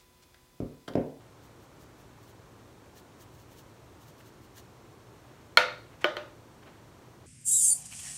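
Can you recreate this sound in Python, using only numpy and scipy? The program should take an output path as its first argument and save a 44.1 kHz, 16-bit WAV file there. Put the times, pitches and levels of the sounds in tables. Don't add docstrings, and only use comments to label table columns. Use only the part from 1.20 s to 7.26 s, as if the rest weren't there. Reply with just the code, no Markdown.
import sys
import numpy as np
from scipy import signal
from scipy.fft import rfft, irfft
from scipy.io import wavfile

SR = 44100
rng = np.random.default_rng(int(sys.argv[2]) if len(sys.argv) > 2 else 0)


def wav_record(signal):
    frames = np.transpose(np.atleast_2d(signal))
    bounded = np.clip(frames, -1, 1)
    quanta = np.round(bounded * 32767).astype(np.int16)
    wavfile.write(sys.argv[1], SR, quanta)


N = 267290
CUTOFF_HZ = 15700


def from_db(db):
    return 10 ** (np.asarray(db) / 20)


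def unit_rms(x):
    return x / np.sqrt(np.mean(x ** 2) + 1e-20)


def at_hz(points, hz, column=1):
    points = np.array(points)
    return np.interp(np.log(np.maximum(hz, 1)), np.log(points[:, 0]), points[:, column])


def coloured_noise(spectrum, size=N):
    hz = np.fft.rfftfreq(size, 1 / SR)
    phases = np.exp(2j * np.pi * rng.random(len(hz)))
    return unit_rms(irfft(from_db(at_hz(spectrum, hz)) * phases, size))


def filtered(x, kind, hz):
    return signal.sosfilt(signal.butter(2, hz, kind, fs=SR, output="sos"), x)


def swell(middle_s, sigma_s):
    return np.exp(-.5 * ((np.arange(N) / SR - middle_s) / sigma_s) ** 2)


def decay(t, t60):
    return np.exp(-np.log(1000) * t / t60)


def add(track, start_s, sound):
    start = round(start_s * SR)
    track[start:start + len(sound)] += sound[:N - start]


def ventilation(air_db=-54.5):
    # (frequency [Hz], relative spectral level [dB])
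    air_spectrum = [(15, -49), (25, -24), (44, -8.5), (86, -4.5), (116, -1.5), (178, -9), (281, -8),
                    (349, -7), (741, -14.5), (997, -13.5), (1950, -23), (2300, -24), (2630, -26),
                    (6210, -29.5), (15500, -39)]
    # (frequency [Hz], bandwidth [Hz], level [dB])
    resonances = [(114, 9, -63), (150, 12, -73.5), (295, 21, -70), (358, 45, -69.5)]
    out = from_db(air_db) * coloured_noise(air_spectrum)
    for hz, width, db in resonances:
        resonator = signal.iirpeak(hz, hz / width, fs=SR)
        drone = signal.lfilter(*resonator, rng.standard_normal(N + SR))[SR:]
        out += from_db(db) * unit_rms(drone)
    return out


def brush_dabs(grain_db=2.0, crossover_hz=5500, sigma_s=.017, usual_db=-60.5):
    # (time of peak [s], level [dB])
    dabs = [(.25, -63.5), (.432, -66.5), (.622, -61.5), (.805, -63.5), (1.038, -65), (1.095, -62),
            (1.778, -56.5), (2.019, -57.5), (2.15, -64), (2.208, -62.5), (2.323, -61.5), (2.39, -56.5),
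            (2.827, -61.5), (2.888, -60), (3, -62), (3.073, -60.5), (3.24, -65.5), (3.382, -53)]
    # (frequency [Hz], relative spectral level [dB])
    bristle_spectrum = [(700, -2), (1300, -7), (1750, 6), (2150, -12), (2850, 0), (3600, -2), (6800, -3),
                        (8200, -7.5), (15500, -4.5)]
    hairs = coloured_noise(bristle_spectrum)
    flicker = unit_rms(filtered(rng.standard_normal(N), "low", 600))
    hairs *= from_db(grain_db * flicker)
    scratch = filtered(hairs, "low", crossover_hz)
    hiss = filtered(hairs, "high", crossover_hz)
    out = np.zeros(N)
    for middle_s, db in dabs:
        scratch_db = -3.5 + .4 * (db - usual_db)
        friction = from_db(scratch_db) * scratch - hiss
        out += from_db(db) * swell(middle_s, sigma_s) * friction
    return out


def tick_and_rubs(soft_hz=2200, firm_extra_hz=6500, firm_db=-50.5, doubling_db=1.1):
    # (time of peak [s], level [dB], standard deviation of the envelope [s])
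    touches = [(3.008, -54.5, .0037), (4.126, -66, .15), (4.733, -57.5, .017), (4.819, -50, 0.0059),
               (4.835, -53, 0.014), (5.431, -55.5, 0.0052), (5.477, -56, .013), (5.54, -63.5, .058)]
    # (frequency [Hz], relative spectral level [dB])
    contact_spectrum = [(250, -11.5), (500, 4), (1200, 0.5), (2400, 0), (4300, -3.5), (8000, -7.5),
                        (15000, -18)]
    noise, out = coloured_noise(contact_spectrum), np.zeros(N)
    for middle_s, db, sigma_s in touches:
        edge_hz = soft_hz + firm_extra_hz * 2 ** ((db - firm_db) / doubling_db)
        out += from_db(db) * swell(middle_s, sigma_s) * unit_rms(filtered(noise, "low", edge_hz))
    return out


def modal_ring(modes, t, travel_500_hz_s=.002994):
    out = np.zeros(len(t))
    for k, (hz, db, t60) in enumerate(modes):
        lag_s = travel_500_hz_s * (np.sqrt(500 / hz) - np.sqrt(500 / CUTOFF_HZ))
        age = np.maximum(t - lag_s, 0)
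        out += (-1) ** k * from_db(db) * decay(age, t60) * np.sin(2 * np.pi * hz * age)
    return out


def handle_knocks(rise_s=.0006, click_db=24.5, radiation_hz=220):
    # (time [s], handle level [dB], table level [dB], crack level [dB], contact cutoff [Hz])
    impacts = [(4.3719, -1.5, -21.5, 3, 12700), (4.8427, -22.5, 1, -7, 4200),
               (4.9673, -28, -13, -16.5, 4870), (5.432, -71, -40, -53, 2600), (5.474, -66, -34, -51, 1500)]
    # (frequency [Hz], level [dB], t60 [s])
    handle_modes = [(623, -20.5, 0.033), (950, -20.5, 0.062), (1404, -4, 0.047), (1804, -12, 0.031),
                    (2123, -11.5, .03), (2277, -6.5, 0.032), (2714, -20, .02), (3190, -8.5, 0.025),
                    (3450, -17.5, 0.034), (4230, -7, 0.03), (4598, -18, 0.025), (5730, -29, .012),
                    (9740, -19.5, 0.0055), (502, -24.5, 0.19), (597, -31.5, 0.28), (684, -27, .25),
                    (913.5, -28.5, 0.13), (999, -36, 0.27), (1317, -30, .3), (1470, -23.5, 0.26),
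                    (2076, -28, 0.28)]
    # (frequency [Hz], level [dB], t60 [s])
    table_modes = [(229.7, -43, 0.019), (317.7, -36.5, 0.18), (353, -24.5, 0.059), (544, -15, 0.021),
                   (594.5, -20.5, 0.092), (610.3, -21, .13), (1048, -36.5, 0.1608), (1226, -25.5, 0.085),
                   (1473, -21, 0.074), (1850, -41, 0.038), (2266, -16.5, .024), (2680, -24.5, 0.011),
                   (2996, -20, 0.029), (3160, -25.5, 0.05)]
    # (frequency [Hz], relative spectral level [dB])
    crack_spectrum = [(150, -24), (400, -9.5), (1000, -5.5), (2500, 10), (4300, -3.5), (5500, -1),
                      (7500, -14), (10000, -15), (15500, -17.5)]
    # (frequency [Hz], relative spectral level [dB])
    click_spectrum = [(150, -19), (400, -10.5), (700, -4), (1100, -5.5), (1600, -2), (2500, -1.5),
                      (3500, -3), (4400, -7.5), (5000, -13.5), (6200, -14), (7500, -20.5), (10000, -27.5),
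                      (15500, -35)]
    direct, radiated, t = np.zeros(N), np.zeros(N), np.arange(SR // 2) / SR
    hz = np.fft.rfftfreq(len(t), 1 / SR)
    click = irfft(from_db(click_db + at_hz(click_spectrum, hz)), len(t))
    click = np.roll(click, SR // 500)[:len(t) // 2]
    for start_s, handle_db, table_db, crack_db, contact_hz in impacts:
        crack = from_db(-10) * coloured_noise(crack_spectrum, size=len(t)) * decay(t, t60=.012)
        treble = filtered(rng.standard_normal(len(t)), "high", 6500)
        snap = from_db(-20) * treble * decay(t, t60=.008)
        blow = from_db(crack_db) * (crack + snap) * (1 - np.exp(-t / rise_s))
        blow += from_db(handle_db) * modal_ring(handle_modes, t)
        blow += from_db(table_db) * modal_ring(table_modes, t)
        softness = np.exp(-2 * np.pi * contact_hz / SR)
        contact = [1 - softness], [1, -softness]
        add(direct, start_s, signal.lfilter(*contact, blow))
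        add(radiated, start_s, signal.lfilter(*contact, from_db(crack_db) * click))
    return filtered(direct, "high", radiation_hz), radiated


def early_reflections(x):
    # (delay [s], level [dB])
    paths = [(.0075, -21.5), (0.011, -19)]
    samples = np.arange(N)
    return sum(from_db(db) * np.interp(samples - delay * SR, samples, x) for delay, db in paths)


def reverberation(x, onset_s=.0036):
    # (frequency [Hz], level [dB], t60 [s])
    room_bands = [(150, -8.5, .35), (353, -9.5, .7), (580, -5, 0.42), (985, -8, 0.38), (1500, -11, .43),
                  (2310, -11.5, 0.38), (3275, -8.5, 0.36), (4280, -11.5, 0.46), (6000, -14, 0.31),
                  (9000, -13.5, .28), (15170, -14.5, .24)]
    t = np.arange(SR * 3 // 4) / SR
    hz, white = np.fft.rfftfreq(len(t), 1 / SR), rfft(rng.standard_normal(len(t)))
    edges, response = np.geomspace(100, CUTOFF_HZ, 23), np.zeros(len(t))
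    for low, high in zip(edges, edges[1:]):
        centre = np.sqrt(low * high)
        band = irfft(white * ((hz >= low) & (hz < high)), len(t))
        band *= decay(t, at_hz(room_bands, centre, column=2))
        band *= 1 - np.exp(-(t / onset_s) ** 2)
        band *= np.sqrt(2 * (high - low) / SR / np.sum(band ** 2))
        response += from_db(at_hz(room_bands, centre)) * band
    return signal.fftconvolve(x, response)[:N]


def scene():
    knocks, click = handle_knocks()
    contacts = knocks + tick_and_rubs()
    direct = brush_dabs() + contacts
    echoes = early_reflections(contacts) + reverberation(contacts + click)
    return (direct + echoes + ventilation())[None, :]


def record(dry, ceiling=1.1):
    # (frequency [Hz], bandwidth [Hz], gain at the centre [dB])
    port_notches = [(4910, 340, -4.5), (10380, 770, -5.5)]
    for hz, width, depth_db in port_notches:
        band = signal.lfilter(*signal.iirpeak(hz, hz / width, fs=SR), dry)
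        dry = dry + (from_db(depth_db) - 1) * band
    rounded = dry / (1 + (dry / ceiling) ** 6) ** (1 / 6)
    return signal.sosfilt(signal.ellip(10, .1, 70, CUTOFF_HZ, fs=SR, output="sos"), rounded)


dry = scene()
out = record(dry)
wav_record(out)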